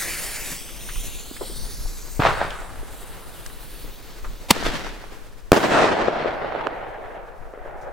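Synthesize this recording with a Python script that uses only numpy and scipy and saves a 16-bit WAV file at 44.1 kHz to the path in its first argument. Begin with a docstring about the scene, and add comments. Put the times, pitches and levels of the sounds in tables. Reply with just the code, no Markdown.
"""Damp open ground at night, with walls, trees and far slopes around: a firework tube is lit, fires and bursts.
The fuse hisses (filtered clicks with a ground-reflection comb) as the microphone is carried away over the grass.
A hidden firework thuds, the tube fires and its shell bursts: N-waves, a roar of shaped noise and fizzing sparks.
Each bang returns as single snaps and as a roll of clicks, duller the longer it has travelled; the loudest clip.
Beneath lie footsteps, wind at the microphone, low rumble, rustling grass and clothes, and faint hiss."""
import sys
import numpy as np
from scipy import signal
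from scipy.fft import rfft, irfft
from scipy.io import wavfile
from scipy.ndimage import uniform_filter1d

SR = 44100
rng = np.random.default_rng(int(sys.argv[2]) if len(sys.argv) > 2 else 0)


def int16_out(signal):
    """Quantize to a 16-bit WAV file."""
    q = np.round(np.clip(np.atleast_2d(signal).T, -1, 1) * 32767)
    wavfile.write(sys.argv[1], SR, q.astype(np.int16))


N = 349536
TIME = np.arange(N) / SR


def amp(db):
    """Decibels to amplitude ratio."""
    return 10 ** (np.asarray(db) / 20)


def evened(x):
    """Scales a signal to an rms of one."""
    return x / np.sqrt(np.mean(x ** 2) + 1e-20)


def colour(points, hz):
    """Reads a spectrum in dB by interpolating along a log-frequency axis."""
    freq_hz, db = np.transpose(points)
    return np.interp(np.log(hz + 1), np.log(freq_hz), db)


def level(curve):
    """Gain over time from rows (time_s, level_db), silent outside them."""
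    time_s, db = np.transpose(curve)
    return amp(np.interp(TIME, time_s, db, left=-np.inf, right=-np.inf))


def swell(peak_s, db, length_s, rise):
    """Power over time: a Gaussian rise lasting a share of the length, then an exponential decay."""
    age = (TIME - peak_s) / length_s
    exponent = np.where(age < 0, (age / rise) ** 2, age)
    return amp(db) ** 2 * np.exp(-2 * np.minimum(exponent, 40))


def add(mix, start_s, sound):
    """Superposes a stereo sound on the mix from its start time."""
    part = mix[:, round(start_s * SR):][:, :sound.shape[1]]
    part += sound[:, :part.shape[1]]


def band(x, hz, kind, order=2):
    """Causal Butterworth low-, high- or band-pass."""
    sos = signal.butter(order, np.clip(hz, 1, .49 * SR), kind, fs=SR, output="sos")
    return signal.sosfilt(sos, x)


def spread(pair, side_db):
    """Mid-side stereo: one signal is common to both channels, the other has opposite signs in them."""
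    side = amp(side_db) * pair[1]
    return np.array([pair[0] + side, pair[0] - side])


def flutter(hz):
    """Random modulation of rms one: noise low-passed at the given rate."""
    spectrum = rfft(rng.standard_normal(N))
    lowpass = 1 / (1 + (np.fft.rfftfreq(N, 1 / SR) / hz) ** 4)
    return evened(irfft(spectrum * lowpass, N))


def grains(per_s, size_db, side_db):
    """Shot noise: random clicks of uneven size and either sign, each with a direction of its own."""
    size = amp(size_db * np.minimum(rng.exponential(1, (2, N)), 4))
    sign = rng.choice([-1, 1], (2, N))
    struck = rng.random((2, N)) < per_s / SR
    return spread(evened(size * sign * struck), side_db)


def shaped(x, field, size=512, patchy_db=0):
    """Time-varying filter: field(hz, s) in dB plus drifting patches, at unit mean-square gain in each frame."""
    overlap = size - size // 4
    hz, t, spectrum = signal.stft(x, SR, nperseg=size, noverlap=overlap)
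    patches = rng.standard_normal((len(hz), len(t)))
    patches = uniform_filter1d(uniform_filter1d(patches, size=4, axis=0), size=24, axis=1)
    gain = amp(field(hz[:, None], t[None]) + patchy_db * evened(patches))
    gain = gain / np.sqrt(np.mean(gain ** 2, axis=0))
    return signal.istft(spectrum * gain, SR, nperseg=size, noverlap=overlap)[1][:, :N]


def fuse(sputter_db=1.02, rough_hz=42000, sway=0.021, mirror_near=0.23, mirror_far=.66,
         thin_start=0.19, thin_settled=0.38, thin_per_m=.12):
    """Inverse-distance spreading and ground interference: spitting powder fades, thins and its comb rises."""
    # spectra of the fuse close by and from a few metres: freq_hz, level_db_per_hz
    near_colour = [(150, -5), (500, 0), (1200, -1.5), (1750, 5.5), (2350, 2), (3000, -3.5), (4000, -4),
                   (7000, -2.5), (9500, -1), (12000, -4), (16000, -6)]
    thin_colour = [(150, 2.5), (500, -16.5), (1200, -15.5), (2300, -6), (4100, 0), (5500, -5), (7300, -1.5),
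                   (9200, -1.5), (12000, -7.5), (16000, -3.5)]
    # the microphone moves away from the fuse: time_s, distance_m
    path = [(0, 0.98), (.5, 1.176), (1.2, 1.53), (1.55, 2.1), (2, 2.86), (3, 5.2), (3.7, 6.04), (4.2, 8.9)]
    # how fiercely the fuse burns, heard from one metre: time_s, level_db
    burn = [(0, -28), (.4, -31), (.53, -29.5), (.59, -34.5), (.73, -38), (.95, -32), (1.38, -35.5),
            (1.45, -30.5), (2.25, -31.5), (2.42, -37), (2.87, -35.5), (2.98, -29.5), (3.25, -32.5),
            (3.8, -27.5), (4.5, -30.5)]
    first_flare_s, settle_s = .54, 0.037  # the freshly lit end roars, then settles to a thinner hiss
    comb_hz_per_m = 2194  # spacing of the comb's peaks, in step with the distance
    port_lag_s = .000017  # the hiss reaches the left microphone port first

    def metres(t):
        return np.interp(t, *np.transpose(path))

    def field(hz, t):
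        settled = np.clip((t - first_flare_s) / settle_s, 0, 1)
        thin = np.clip(thin_start + thin_settled * settled + thin_per_m * (metres(t) - 1), 0, 1)
        source_db = (1 - thin) * colour(near_colour, hz) + thin * colour(thin_colour, hz)
        hand_sway = 1 + sway * np.interp(t, TIME, flutter(18))
        spacing_hz = comb_hz_per_m * metres(t) * hand_sway
        strength = np.clip(mirror_near + (mirror_far - mirror_near) * settled, 0, .9)
        # rough ground scatters the treble out of the reflection
        mirror = strength * np.exp(2j * np.pi * hz / spacing_hz - hz / rough_hz)
        return source_db + 20 * np.log10(abs(1 + mirror))

    sparks = shaped(grains(per_s=16000, size_db=2.5, side_db=-14), field, patchy_db=2.1)
    left, right = sparks * level(burn) / metres(TIME) * amp(sputter_db * flutter(25))
    lag = np.exp(-2j * np.pi * np.fft.rfftfreq(N, 1 / SR) * port_lag_s)
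    return np.array([left, irfft(rfft(right) * lag, N)])


def shocks(port_hz=130, bass_hz=60, scatter_s=0.0022):
    """Blast N-waves: pressure jumps, falls linearly below rest and recovers; lost deep bass adds overshoot."""
    # shock waves, levels before filtering: start_s, level_db, length_s, brightness_hz, ground_scatter_db
    blasts = [(2.1944, -3, 0.0066, 600, -10), (4.5057, -3, 0.0016, 6000, -34),
              (4.5092, 2.5, 0.0023, 2500, -10), (5.5184, 19.5, .0015, 6960, -25),
              (5.529, 2.5, 0.0017, 1490, -21)]
    out, t = np.zeros((2, N)), TIME[:4096]
    for start_s, db, length_s, bright_hz, scatter_db in blasts:
        wave = (1 - 2 * t / length_s) * (t < length_s)
        scatter = amp(scatter_db) * np.exp(-t / scatter_s) * rng.standard_normal((2, len(t)))
        heard = band(band(wave + scatter, bright_hz, "low"), port_hz, "high", order=1)
        add(out, start_s, amp(db) * heard)
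    return band(out, bass_hz, "high", order=1)


def launch_roar(ring_at_s=4.5115, ring_db=-11, ring_hz=180, ring_decay_s=0.0056):
    """Turbulent jet and tube resonance: the lift charge drives out roaring gas and the air column rings."""
    # level of the launch roar, with a faint noise swelling just before it: time_s, level_db
    roar_level = [(4.485, -39), (4.5045, -24.5), (4.5053, -13.5), (4.509, 1.5), (4.511, -4), (4.514, -16),
                  (4.524, -31.5), (4.55, -41)]
    # its spectrum: freq_hz, level_db_per_hz
    roar_colour = [(60, -19.5), (230, -8.5), (450, -8), (900, -3), (1380, -15.5), (2100, -9), (3800, -11),
                   (6000, -18.5), (10000, -21.5), (15500, -27.5)]
    noise = spread(rng.standard_normal((2, N)), side_db=-14.5)
    out = shaped(noise, lambda hz, t: colour(roar_colour, hz)) * level(roar_level)
    t = TIME[:4096]
    ring = np.sin(2 * np.pi * ring_hz * t) * np.exp(-t / ring_decay_s)
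    add(out, ring_at_s, amp([[ring_db], [ring_db]]) * ring)
    return out


def stars():
    """Combustion noise: burning powder in the sky fizzes as high-passed noise that decays exponentially."""
    # the climbing shell trails sparks and spits once, then its stars catch fire:
    # start_s, level_db, t60_s, lowest_hz
    bursts = [(4.751, -60, 2.8, 5000), (5.12, -62, .4, 9000), (5.53, -32, 0.7, 8500)]
    out, t = np.zeros((2, N)), TIME[:SR]
    for start_s, db, t60_s, above_hz in bursts:
        fizz = band(spread(rng.standard_normal((2, len(t))), side_db=6), above_hz, "high")
        add(out, start_s, amp(db) * evened(fizz) * np.exp(-np.log(1000) * t / t60_s))
    return out


def echoes(scatter_db=-17, scatter_s=0.0013, above=0.94):
    """Specular reflection: a wall or stand of trees returns the N-wave as a snap with a smear of scatter."""
    # single echoes off large surfaces: start_s, peak_db, pitch_hz, left_minus_right_db
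    reflections = [(2.2213, -6, 1410, 2), (2.2518, -1, 1070, -1), (2.2531, -8, 860, 0),
                   (2.2622, -8, 900, 1), (2.2696, -5, 1390, -3), (2.308, -14, 1280, 0), (2.415, -8, 840, 0),
                   (2.4262, -16, 1040, 0), (4.5655, -18, 560, 11), (4.6262, -18.5, 850, 19),
                   (4.6647, -14, 710, -20), (4.8665, -21, 1190, -2), (5.0403, -28, 935, -19),
                   (5.122, -33, 500, 8), (5.5762, -6.5, 600, 3), (5.787, -12, 650, -3), (5.82, -8, 638, -4),
                   (5.8412, -9.5, 574, -1), (5.9684, -12, 855, 6), (6.0827, -6.5, 646, 27),
                   (6.2462, -13, 693, -4), (6.2579, -10.5, 610, 21), (6.4455, -15, 720, -2),
                   (6.5229, -16.5, 1120, -10), (6.5503, -13, 760.0, -7), (6.5592, -16, 825, -7),
                   (6.6103, -19.5, 1270.0, -19), (6.6658, -14.5, 610, -4), (6.6701, -7, 1485, -9),
                   (6.6727, -19.5, 514, -6), (7.5371, -25, 630, 3), (7.5756, -26.5, 643, 2.5),
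                   (7.6592, -26.5, 652, 0), (7.8853, -25, 700, 2)]
    out, t = np.zeros((2, N)), TIME[:2048]
    for start_s, db, hz, pan_db in reflections:
        wave = (1 - 2 * t * hz) * (t * hz < 1)
        scatter = amp(scatter_db) * np.exp(-t / scatter_s) * rng.standard_normal((2, len(t)))
        snap = band(band(wave + scatter, hz, "high"), hz * above, "low")
        snap = snap * amp([[pan_db / 2], [-pan_db / 2]])
        add(out, start_s, amp(db) * snap / abs(snap.mean(0)).max())
    return out


def roll(start, until, early, db, rise_s, hold_s, fade_db_per_s, dull_after, dull_by, air_db,
         per_s, size_db, clump_db, side_db):
    """Diffuse reverberation: countless small reflections build up, hold and fade, with louder clusters on top."""
    # spectrum of the farthest echoes, mostly midrange: freq_hz, level_db_per_hz
    far_colour = [(50, -19.5), (110, -5.5), (220, -27), (350, -6), (550, 0.5), (750, 1.5), (1050, -7.5),
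                  (1600, -6), (2500, -15.5), (4000, -25), (8000, -60), (15000, -91)]
    # clusters of echoes from stands of trees and slopes: peak_s, level_db, length_s
    returns = [(2.237, -20, 0.007), (2.266, -15.5, 0.033), (2.423, -27, 0.06), (3.156, -46.5, 0.34),
               (4.665, -23.5, 0.031), (4.749, -26, 0.022), (4.859, -33, .03), (5.128, -46, 0.022),
               (5.53, -16, 0.022), (5.569, -17, 0.018), (5.65, -17, 0.029), (5.746, -17, 0.05),
               (5.782, -16, 0.032), (5.833, -16.5, 0.074), (5.931, -23, 0.03), (6.02, -20, 0.041),
               (6.083, -25, .02), (6.255, -37, 0.035), (6.45, -32.5, 0.085), (6.618, -31.5, 0.16),
               (6.784, -34, .04), (7.028, -40, 0.035), (7.169, -36, .035), (7.693, -39, 0.19),
               (7.888, -38.5, 0.24)]

    def field(hz, t):
        age = t - start - dull_after
        far = np.clip(age / dull_by, 0, 1)
        # air_db is the tilt in dB per kHz and second: positive dulls, negative brightens
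        loss = air_db * hz / 1000 * np.clip(age, -dull_after, 2.5)
        return (1 - far) * colour(early, hz) + far * colour(far_colour, hz) - loss

    age = TIME - start
    diffuse = amp(db - fade_db_per_s * np.maximum(age - hold_s, 0))
    clusters = sum(swell(*row, rise=0.7) for row in returns if start < row[0] < until)
    envelope = np.clip(age / rise_s, 0, 1) * np.sqrt(diffuse ** 2 + clusters)
    reflections = shaped(grains(per_s, size_db, side_db), field, patchy_db=1.3)
    return reflections * envelope * amp(clump_db * flutter(35))


def walk(width=0.24, rise_share=0.023, jolt_hz=29, jolt_decay_s=0.036):
    """Friction and impact: shoes rub as band-passed noise, and heavier steps jolt the microphone as damped sines."""
    # steps, scuffs and knocks: start_s, peak_db, pitch_hz, t60_s
    scuffs = [(.515, -30, 146, 0.041), (0.689, -30, 1240, 0.032), (.887, -27, 1780, 0.092),
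              (0.957, -31, 1190, 0.061), (1.311, -24.5, 328, 0.025), (1.364, -29, 2020, 0.055),
              (1.409, -19.5, 460, 0.12), (1.491, -30.5, 348, 0.31), (1.855, -32, 720, 0.05),
              (2.505, -25, 2800, .025), (2.827, -29.5, 415, 0.031), (3.461, -24.5, 1660, 0.026),
              (3.463, -23, 6260, 0.011), (3.499, -33.5, 1500, .04), (3.841, -28, 230, 0.06),
              (4.243, -26.5, 1200, 0.098), (7.81, -49, 5800, 0.21)]
    # footfalls that jolt the microphone, before decay and balance: start_s, level_db
    jolts = [(0.961, -19.5), (1.852, -17), (3.835, -27), (4.261, -25)]
    out, t = np.zeros((2, N)), TIME[:11025]
    for start_s, db, hz, t60_s in scuffs:
        envelope = np.exp(-np.log(1000) * t / t60_s) * np.minimum(t / (rise_share * t60_s), 1)
        rub = spread(rng.standard_normal((2, len(t))), side_db=-6.5) * envelope
        rub = band(rub, [hz * np.exp(-width), hz * np.exp(width)], "band", order=1)
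        rub = band(rub, 2.4 * hz, "low")
        add(out, start_s, amp(db) * rub / abs(rub).max())
    for start_s, db in jolts:
        shake = np.sin(2 * np.pi * jolt_hz * t) * np.exp(-t / jolt_decay_s)
        add(out, start_s, amp(db) * shake * amp([[1.5], [-1.5]]))  # stronger on the left
    return out


def air(low_walking_db=-41, low_resting_db=-47, left_db=2, rustle_walking_db=-47, rustle_resting_db=-59):
    """Turbulence and friction noise: wind, rumble and rustling, calmer once the walk ends, over steady hiss."""
    # gusts on the microphone, and at 4.7 s the low rumble of the launch's echoes: peak_s, level_db, length_s
    low_swells = [(1.05, -34.5, .15), (1.7, -32, .2), (2.3, -32, .12), (2.75, -36.5, .15), (4.3, -34, .1),
                  (4.7, -31, .1), (5.198, -58, 0.097), (7.423, -37.5, 0.038), (7.8, -41.5, 0.19)]
    # spectra of the wind and rumble, and of rustling grass and clothes: freq_hz, level_db_per_hz
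    low_colour = [(10, -7), (25, -2), (40, -2.5), (60, -21.5), (100, -22), (200, -30.5), (500, -46),
                  (2000, -74.5)]
    rustle_colour = [(60, -2.5), (180, -6), (300, -2), (420, 0), (700, -6), (1500, -9), (3000, -16.5),
                     (6000, -19), (15000, -26)]
    stop_s, stopping_s = 5.12, 0.75  # the walk ends and the microphone comes to rest
    hiss_db = -70.5
    eddies, grass, hiss = rng.standard_normal((3, 2, N))
    resting = np.clip((TIME - stop_s) / stopping_s, 0, 1)

    breeze = amp(low_walking_db + (low_resting_db - low_walking_db) * resting)
    force = np.sqrt(breeze ** 2 + sum(swell(*row, rise=1.0) for row in low_swells))
    low = shaped(spread(eddies, side_db=1.0), lambda hz, t: colour(low_colour, hz), size=4096)
    low = low * force * amp(1.6 * flutter(21)) * amp([[left_db], [-left_db]])

    rustle_db = rustle_walking_db + (rustle_resting_db - rustle_walking_db) * resting
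    rustle = shaped(spread(grass, side_db=-6), lambda hz, t: colour(rustle_colour, hz), size=1024)
    rustle = rustle * amp(rustle_db + 1.6 * flutter(15.5))
    return low + rustle + amp(hiss_db) * hiss


def scene():
    """Superposition: fuse, bangs and their echoes over the walk and the air."""
    # spectra of the early echoes of the hidden bang, the launch and the burst: freq_hz, level_db_per_hz
    hidden_colour = [(47, -43), (80, -4.5), (293, -18.5), (465, -3.5), (517, -5.5), (820, -1.5),
                     (892, -4.5), (1440, -5), (2880, -18.5), (3870, -20), (12000, -51.5), (15600, -76),
                     (22000, -120)]
    launch_colour = [(47, -37), (80, -12), (214, -1), (325, -1.5), (363, -5), (699, -9.5), (1080, -9.5),
                     (1750, -7.5), (2970, -14), (5020, -17), (15000, -39)]
    burst_colour = [(29, -53), (50, -21), (190, -6), (460, -3), (518, -3), (643, 0.5), (1140, -8.5),
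                    (1670, -9), (2390, -16), (3030, -18.5), (8260, -33.5), (15000, -61)]
    hidden_s, launch_s, burst_s = 2.196, 4.515, 5.529
    hidden = roll(hidden_s, launch_s, hidden_colour, db=-24.0, rise_s=0.0019, hold_s=0.067, fade_db_per_s=41,
                  dull_after=.1, dull_by=4.4, air_db=0.0, per_s=3500, size_db=2, clump_db=0.5, side_db=-8.5)
    launch = roll(launch_s, burst_s, launch_colour, db=-31.5, rise_s=.03, hold_s=0.23, fade_db_per_s=48,
                  dull_after=0.12, dull_by=2.4, air_db=-0.5, per_s=2500, size_db=1.5, clump_db=0.74, side_db=-5.0)
    burst = roll(burst_s, np.inf, burst_colour, db=-24.0, rise_s=0.0033, hold_s=0.42, fade_db_per_s=13,
                 dull_after=0.22, dull_by=1.57, air_db=2.0, per_s=4000, size_db=1.1, clump_db=1.1, side_db=-5.0)
    bangs = shocks() + launch_roar() + stars()
    returned = echoes() + hidden + launch + burst
    return fuse() + bangs + returned + walk() + air()


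def record(dry):
    """Overload and band limit: peaks clip at full scale, then a linear-phase low-pass cuts the top treble."""
    clipped = np.clip(dry, -1, 1)
    lowpass = signal.firwin(511, 16000, window=("kaiser", 9), fs=SR)
    return signal.oaconvolve(clipped, lowpass[None], "same")


dry = scene()
out = record(dry)
int16_out(out)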